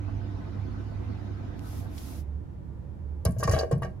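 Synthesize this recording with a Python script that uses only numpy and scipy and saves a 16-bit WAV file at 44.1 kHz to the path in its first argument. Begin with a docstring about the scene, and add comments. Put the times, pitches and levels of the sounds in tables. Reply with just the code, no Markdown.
"""A washing machine's hum is heard first, over a low rumble and a soft wash, close by in a small room.
The hum fades as a lower drone grows; a thin hiss swells twice, with two faint ticks; the wash sinks away.
Near the end, air gulps through the water where the drain hose hangs in a plastic standpipe.
Large air pockets throb as damped oscillators; small bubbles pop and spray, driving the air column
of hose and pipe at its resonances, and the room reverberates."""
import sys
import numpy as np
from scipy import signal
from scipy.fft import rfft, irfft
from scipy.io import wavfile
from scipy.ndimage import uniform_filter1d

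SR = 44100
rng = np.random.default_rng(int(sys.argv[2]) if len(sys.argv) > 2 else 0)


def master(y):
    """Save y as 16-bit WAV."""
    cut = np.clip(np.atleast_2d(y).T, -1, 1)
    pcm = np.round(cut * 32767)  # scale
    wavfile.write(sys.argv[1], SR, pcm.astype(np.int16))


N = 176400
TIME = np.arange(N) / SR
AGE = np.arange(SR // 4) / SR  # seconds since an event began

# Mains hum. Each row: harmonic number, relative level in dB.
HUM_HARMONICS = [(1, -0.5), (2, -17.5), (3, -17.5)]
# Envelopes of the sustained sounds. Each row: time in seconds, level in dB.
HUM_LEVEL = [(0, -36.5), (.22, -34), (.36, -36), (.8, -41), (1.0, -37), (1.25, -38), (1.5, -38),
             (1.78, -42.5), (1.95, -47), (4, -75.5)]
DRONE_LEVEL = [(0, -68), (1.2, -66), (1.5, -48.5), (2.1, -45.5), (2.35, -34.5), (2.55, -51.5),
               (3.1, -37.5), (4, -42)]
WASH_LEVEL = [(0, -41), (.9, -40.5), (1.4, -40.5), (1.85, -42), (2.15, -44), (2.28, -59), (4, -76)]
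HISS_LEVEL = [(1.56, -76.5), (1.68, -54.5), (1.80, -54), (1.885, -70), (1.975, -53), (2.11, -52),
              (2.205, -57), (2.28, -100)]
# Noise spectra. Each row: frequency in Hz, relative spectral density in dB.
RUMBLE_SPECTRUM = [(20, -28), (53, -13), (74, -7), (168, -19), (270, -25), (400, -34), (900, -43),
                   (3400, -66), (16000, -77)]
WASH_SPECTRUM = [(25, -24), (50, 6.5), (90, 3.5), (150, -12.5), (260, 1), (400, -13.5), (800, -16.5),
                 (1700, -23), (2500, -30.5), (4500, -35.5), (6700, -42), (8000, -54.5), (12000, -51),
                 (14000, -79)]
HISS_SPECTRUM = [(1500, -14), (3500, -9.5), (6000, -7.5), (8500, -13), (11500, -5), (15000, -15.5)]
# Coherence of the noises. Each row: frequency in Hz, correlation of left with right.
RUMBLE_WASH_COHERENCE = [(60, 0.94), (180, 0.35), (700, 0.017)]
HISS_COHERENCE = [(6000, 0.044)]
# Balance of the noises. 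Each row: frequency in Hz, left minus right in dB.
NOISE_BALANCE = [(180, -5), (550, -0.86)]
# Faint ticks and spits of spray. Each row: start in seconds, level in dB, centre in Hz, decay in seconds.
TICKS = [(1.5935, -47, 3000, 0.00096), (1.978, -47.5, 4000, 0.0084)]
SPITS = [(3.251, -30, 9700, 0.0021), (3.2506, -39, 5400, 0.0078), (3.307, -51, 10000, 0.0031),
         (3.318, -55, 8560, 0.005), (3.384, -46.5, 6550, 0.021), (3.384, -50.5, 12500, 0.02),
         (3.434, -36.5, 10000, 0.0024), (3.435, -37, 5740, 0.0091), (3.471, -43.5, 6230, 0.012),
         (3.494, -37.5, 6050, 0.0046), (3.508, -43.5, 9800, 0.018), (3.511, -38, 6300, 0.023),
         (3.532, -42.5, 3170, 0.023), (3.533, -53, 11100, 0.033), (3.563, -55, 6570, 0.031),
         (3.587, -33.5, 4600, 0.0063), (3.599, -45, 5700, 0.012), (3.711, -50, 8000, 0.0099),
         (3.723, -53, 5940, 0.0061), (3.779, -63, 11000, 0.0046), (3.82, -54, 10500, 0.0043),
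         (3.831, -57, 6860, 0.01), (3.846, -54.5, 5460, .004)]
# Bursting bubbles. Each row: start in seconds, level in dB, pitch in Hz, froth decay in seconds.
POPS = [(3.2516, -27.5, 594, 0.014), (3.364, -41, 593, 0.012), (3.399, -38.5, 630, 0.018),
        (3.427, -26, 1090, 0.01), (3.476, -25.5, 1050, 0.0022), (3.480, -27, 500, 0.02),
        (3.495, -40, 890, 0.014), (3.511, -35.5, 1810, 0.016), (3.521, -35, 563, 0.003),
        (3.535, -23.5, 607, 0.0058), (3.537, -40.5, 1980, 0.035), (3.5635, -26.5, 750, 0.0028),
        (3.577, -28.5, 670, 0.0084), (3.591, -28.5, 520, 0.0058), (3.609, -28, 680, 0.0063),
        (3.631, -24.5, 486, 0.0036), (3.645, -34.5, 415, 0.0012), (3.711, -24.5, 487, 0.012),
        (3.724, -37, 570, 0.019), (3.820, -32.5, 920, 0.0068), (3.830, -37, 1900, 0.0035),
        (3.847, -34.5, 680, 0.01)]
# Air resonances of hose and standpipe.
# Each row: frequency in Hz, relative peak in dB, bandwidth in Hz, left minus right in dB.
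PIPE_MODES = [(370.3, -2.5, 10.5, -4), (402, -4, 12, -4), (470, 3, 32, -7), (547.7, -4.5, 25, -7),
              (583, -6, 51, 11), (633, -2, 15.7, 13.5), (748.5, -5.5, 24.4, -7.5), (792, -18, 6.2, -6),
              (3280, -17, 140, -1.5), (1089.3, -3.5, 22.2, 15.5), (1138, -2, 34, -2.5), (1330, -24, 20, 21),
              (1615, -0.5, 52, -1), (1680, -28, 22, -8), (1834, -4.5, 26, 0), (2224, -12, 16, -19),
              (2403, -18.5, 27, 21), (2740, -20, 123, -24.5), (2850, -10, 39, 9), (2930, -8.5, 23, 2.5),
              (4000, -13.5, 190, -3.5), (4600, -6, 69, -5), (5140, -17, 230, -13.5), (5780, -10.5, 61, -2),
              (6230, -15, 190, -6.5), (6920, -16.5, 800, -2), (8000, -15, 140, -5), (12250, -12, 200, -4),
              (9780, -13.5, 270, 5), (10340, -20.5, 180, 18), (10850, -17, 310, -17), (11500, -15, 310, 10)]
# Phase of the pipe's sound. Each row: frequency in Hz, lead of left over right in radians.
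PIPE_PHASE = [(60, -5), (400, 0.5), (950, -0.5), (2000, 1.12), (10000, 2.5)]
# Air pockets in the trap. Each row: start in seconds, gain in dB, pitch in Hz, decay in seconds.
GULPS = [(3.257, -0.5, 98, 0.0061), (3.282, -14, 167.4, 0.018), (3.313, -27, 125, 0.021),
         (3.364, -18.5, 114.5, 0.031), (3.447, -11, 136, 0.0097), (3.48, -15, 165, 0.01),
         (3.483, -10, 103.4, 0.019), (3.521, -12, 73.1, 0.029), (3.542, -16.5, 92, 0.022),
         (3.723, -7.5, 132, 0.013), (3.754, -14.5, 142.4, 0.016), (3.808, -25.5, 125.8, 0.067)]
# The room's reverberation. Each row: frequency in Hz, time to fall 60 dB in seconds.
ROOM_T60 = [(100, 0.47), (500, 0.28), (1200, 0.27), (3000, 0.21), (8000, 0.3), (15000, 0.29)]

HUM_HZ, DRONE_HZ, HUM_BALANCE_DB, WAVER_DB, WAVER_SHARE = 98.9, 72.4, -6.5, 2, 0.0062
RUMBLE_DB, ROOM_RIPPLE_DB, BURBLE_DB = -39.5, 4.5, 2.5
CLICKS_PER_S, CLICK_SPREAD_DB, SHOWER_RISE_SHARE = 4600, 14.5, 0.19
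SPIT_WIDTH, FROTH_WIDTH = 0.2, 0.82  # bandwidth over centre frequency
POP_DECAY_CYCLES, POP_RISE_PER_S = 1.44, 16
FROTH_EQUAL_S = 0.0093  # froth with this decay has the same energy as its blip
RING_BUILD_S = 0.0002  # the standing waves take a moment to build
DIRECT_DB = -25  # spray straight from the pipe's mouth, on the scale of the mode peaks
GULP_ATTACK_S, GULP_RISE_PER_S, GULP_WOBBLE_RAD = 0.0059, 0.83, 0.76
GULP_LOW_HZ, GULP_HIGH_HZ, GULP_BALANCE_DB = 53.3, 221, 0.4
POP_WET_DB, SPIT_WET_DB, GULP_WET_DB = -9, -17, -19.5
CUTOFF_HZ = 15900


def amp(db):
    return 10 ** (np.asarray(db) / 20)


def unit_rms(x):
    return x / np.sqrt(np.mean(x ** 2) + 1e-20)


def at_frequency(points, hz):
    """Interpolation of a table on a logarithmic frequency axis."""
    f, value = np.transpose(points)
    return np.interp(np.log(hz + 1), np.log(np.abs(f) + 1), value)


def envelope(points):
    return amp(np.interp(TIME, *np.transpose(points)))


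def pan(db):
    return amp(np.array([[.5], [-.5]]) * db)


def add(mix, start, sound):
    part = mix[:, round(start * SR):][:, :sound.shape[-1]]
    part += sound[..., :part.shape[1]]


def drift(rate_hz):
    """Low-passed noise gives a slow random fluctuation of unit RMS."""
    f = np.fft.rfftfreq(N, 1 / SR)
    return unit_rms(irfft(rfft(rng.standard_normal(N)) * np.exp(-(f / rate_hz) ** 2), N))


def hum(hz, harmonics, levels):
    """Periodic vibration of the machine gives harmonic lines, wavering in pitch and level."""
    cycles = np.cumsum(hz * (1 + WAVER_SHARE * drift(rate_hz=6.5))) / SR
    lines = sum(amp(db + WAVER_DB * drift(rate_hz=6.0)) * np.sin(2 * np.pi * k * cycles)
                for k, db in harmonics)
    return np.sqrt(2) * lines * envelope(levels) * pan(HUM_BALANCE_DB)


def steady_noise(spectrum, coherence):
    """Partly coherent stereo noise, its spectrum rippled by the room's standing waves."""
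    f = np.fft.rfftfreq(N, 1 / SR)
    left, independent = rfft(rng.standard_normal((2, N)))
    correlation = np.clip(at_frequency(coherence, f), -1, 1)
    right = correlation * left + np.sqrt(1 - correlation ** 2) * independent
    ripple = unit_rms(uniform_filter1d(rng.standard_normal(len(f)), size=140))
    ripple_db = ROOM_RIPPLE_DB * ripple * f / (f + 250) / (1 + f / 2500)
    gain = amp(at_frequency(spectrum, f) + ripple_db) * pan(at_frequency(NOISE_BALANCE, f))
    return unit_rms(irfft(np.array([left, right]) * gain, N))


def rumble():
    """Stationary noise with its energy at low frequencies is heard as a rumble."""
    return amp(RUMBLE_DB) * steady_noise(RUMBLE_SPECTRUM, RUMBLE_WASH_COHERENCE)


def wash():
    """Random amplitude modulation of small patches of frequency and time makes noise burble."""
    spectra = signal.stft(steady_noise(WASH_SPECTRUM, RUMBLE_WASH_COHERENCE), nperseg=512)[2]
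    patches = uniform_filter1d(rng.standard_normal(spectra.shape[1:]), size=5, axis=0)
    patches = unit_rms(uniform_filter1d(patches, size=6, axis=1))
    burble = signal.istft(spectra * amp(BURBLE_DB * patches), nperseg=512)[1][:, :N]
    return envelope(WASH_LEVEL) * unit_rms(burble)


def hiss():
    """Nearly incoherent treble noise is heard as a wide, thin hiss; it swells twice."""
    begun = TIME > HISS_LEVEL[0][0]
    return envelope(HISS_LEVEL) * steady_noise(HISS_SPECTRUM, HISS_COHERENCE) * begun


def click_shower(hz, width, decay):
    """Shot noise: random clicks swell and die in a band around one frequency, with unit energy."""
    occurs = rng.random(len(AGE)) < CLICKS_PER_S / SR
    size = amp(CLICK_SPREAD_DB * np.minimum(rng.exponential(1, len(AGE)), 2))
    sign = rng.choice([-1, 1], len(AGE))
    swell = (1 - np.exp(-AGE / (SHOWER_RISE_SHARE * decay))) * np.exp(-AGE / decay)
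    resonator = signal.iirpeak(hz, hz / min(width * hz, SR / 4), SR)
    shower = signal.lfilter(*resonator, occurs * sign * size * swell)
    return shower / (np.linalg.norm(shower) + 1e-12)


def ticks():
    """Clicks within a few milliseconds fuse into a single faint tick."""
    out = np.zeros((2, N))
    for start, db, hz, decay in TICKS:
        tick = np.array([click_shower(hz, width, decay) for width in (0.85, 0.72)])
        add(out, start, amp(db) * tick * np.sqrt(decay * SR))
    return out


def pipe_response():
    """An air column's impulse response is a sum of damped modes; the wider ones die sooner."""
    ring = np.zeros((2, len(AGE)))
    for hz, db, width, balance in PIPE_MODES:
        strength = amp(db) * pan(balance) * width * (1 + np.pi * width * RING_BUILD_S)
        phase = np.array([[.5], [-.5]]) * at_frequency(PIPE_PHASE, hz)
        ring += strength * np.exp(-np.pi * width * AGE) * np.cos(2 * np.pi * hz * AGE + phase)
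    return ring * (1 - np.exp(-AGE / RING_BUILD_S))


def excite(ring, push):
    """Convolution gives the pipe's forced response, scaled to unit RMS over its loudest 12 ms."""
    sound = signal.fftconvolve(push[None], ring, axes=1)
    power = uniform_filter1d((sound ** 2).mean(0), size=530)
    return sound / np.sqrt(power.max())


def spit(ring, hz, decay):
    """Droplet impacts are heard by two paths: directly and through the pipe's resonances."""
    direct = amp(DIRECT_DB) * SR / (2 * np.pi) * (AGE == 0)
    return excite(ring + direct, click_shower(hz, SPIT_WIDTH, decay))


def pop(ring, hz, decay):
    """A bubble's resonance climbs as it nears the surface; its blip and froth ring the pipe."""
    phase = 2 * np.pi * hz * AGE * (1 + POP_RISE_PER_S * AGE / 2)
    blip = np.sin(phase) * np.exp(-AGE * hz / POP_DECAY_CYCLES)
    froth = np.sqrt(decay / FROTH_EQUAL_S) * click_shower(hz, FROTH_WIDTH, decay)
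    return excite(ring, blip / np.linalg.norm(blip) + froth)


def gulp(hz, decay):
    """A large air pocket is a damped oscillator, swinging unevenly as its pitch slowly climbs."""
    wobble = GULP_WOBBLE_RAD * drift(rate_hz=85)[:len(AGE)]
    swing = np.sin(2 * np.pi * hz * AGE * (1 + GULP_RISE_PER_S * AGE / 2) + wobble)
    return swing * (1 - np.exp(-(AGE / GULP_ATTACK_S) ** 2)) * np.exp(-AGE / decay)


def reverberation(x):
    """Diffuse reflections in the small room decay exponentially, each band at its own rate."""
    hz, t, spectra = signal.stft(rng.standard_normal((2, SR // 2)), SR, nperseg=256)
    decay = amp(-60 * t / at_frequency(ROOM_T60, hz)[:, None])
    onset = np.minimum(t / 0.0094, 1)
    tail = signal.istft(spectra * decay * onset, SR, nperseg=256)[1]
    return signal.fftconvolve(x, tail / np.linalg.norm(tail[0]), axes=1)[:, :N]


def gurgle():
    """Spray, pops and gulps in the standpipe reach the listener as direct and reverberant sound."""
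    ring = pipe_response()
    pops, spits, gulps = np.zeros((3, 2, N))
    for start, db, hz, decay in POPS:
        add(pops, start, amp(db) * pop(ring, hz, decay))
    for start, db, hz, decay in SPITS:
        add(spits, start, amp(db) * spit(ring, hz, decay))
    for start, db, hz, decay in GULPS:
        add(gulps, start, amp(db) * pan(GULP_BALANCE_DB) * gulp(hz, decay))
    gulp_band = signal.butter(2, [GULP_LOW_HZ, GULP_HIGH_HZ], "bandpass", fs=SR, output="sos")
    gulps = signal.sosfilt(gulp_band, gulps)
    into_room = amp(POP_WET_DB) * pops + amp(SPIT_WET_DB) * spits + amp(GULP_WET_DB) * gulps
    return pops + spits + gulps + reverberation(into_room)


def scene():
    """Superposition: the pressures of all the sources add."""
    drain_and_noise = gurgle() + rumble() + wash() + hiss() + ticks()
    mains_hum = hum(HUM_HZ, HUM_HARMONICS, HUM_LEVEL)
    drone = hum(DRONE_HZ, [(1, 0)], DRONE_LEVEL)
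    return drain_and_noise + mains_hum + drone


def record(dry):
    """A linear-phase low-pass filter removes the highest treble."""
    lowpass = signal.firwin(511, CUTOFF_HZ, window=("kaiser", 9), fs=SR)
    return signal.oaconvolve(dry, lowpass[None], "same")


dry = scene()
out = record(dry)
master(out)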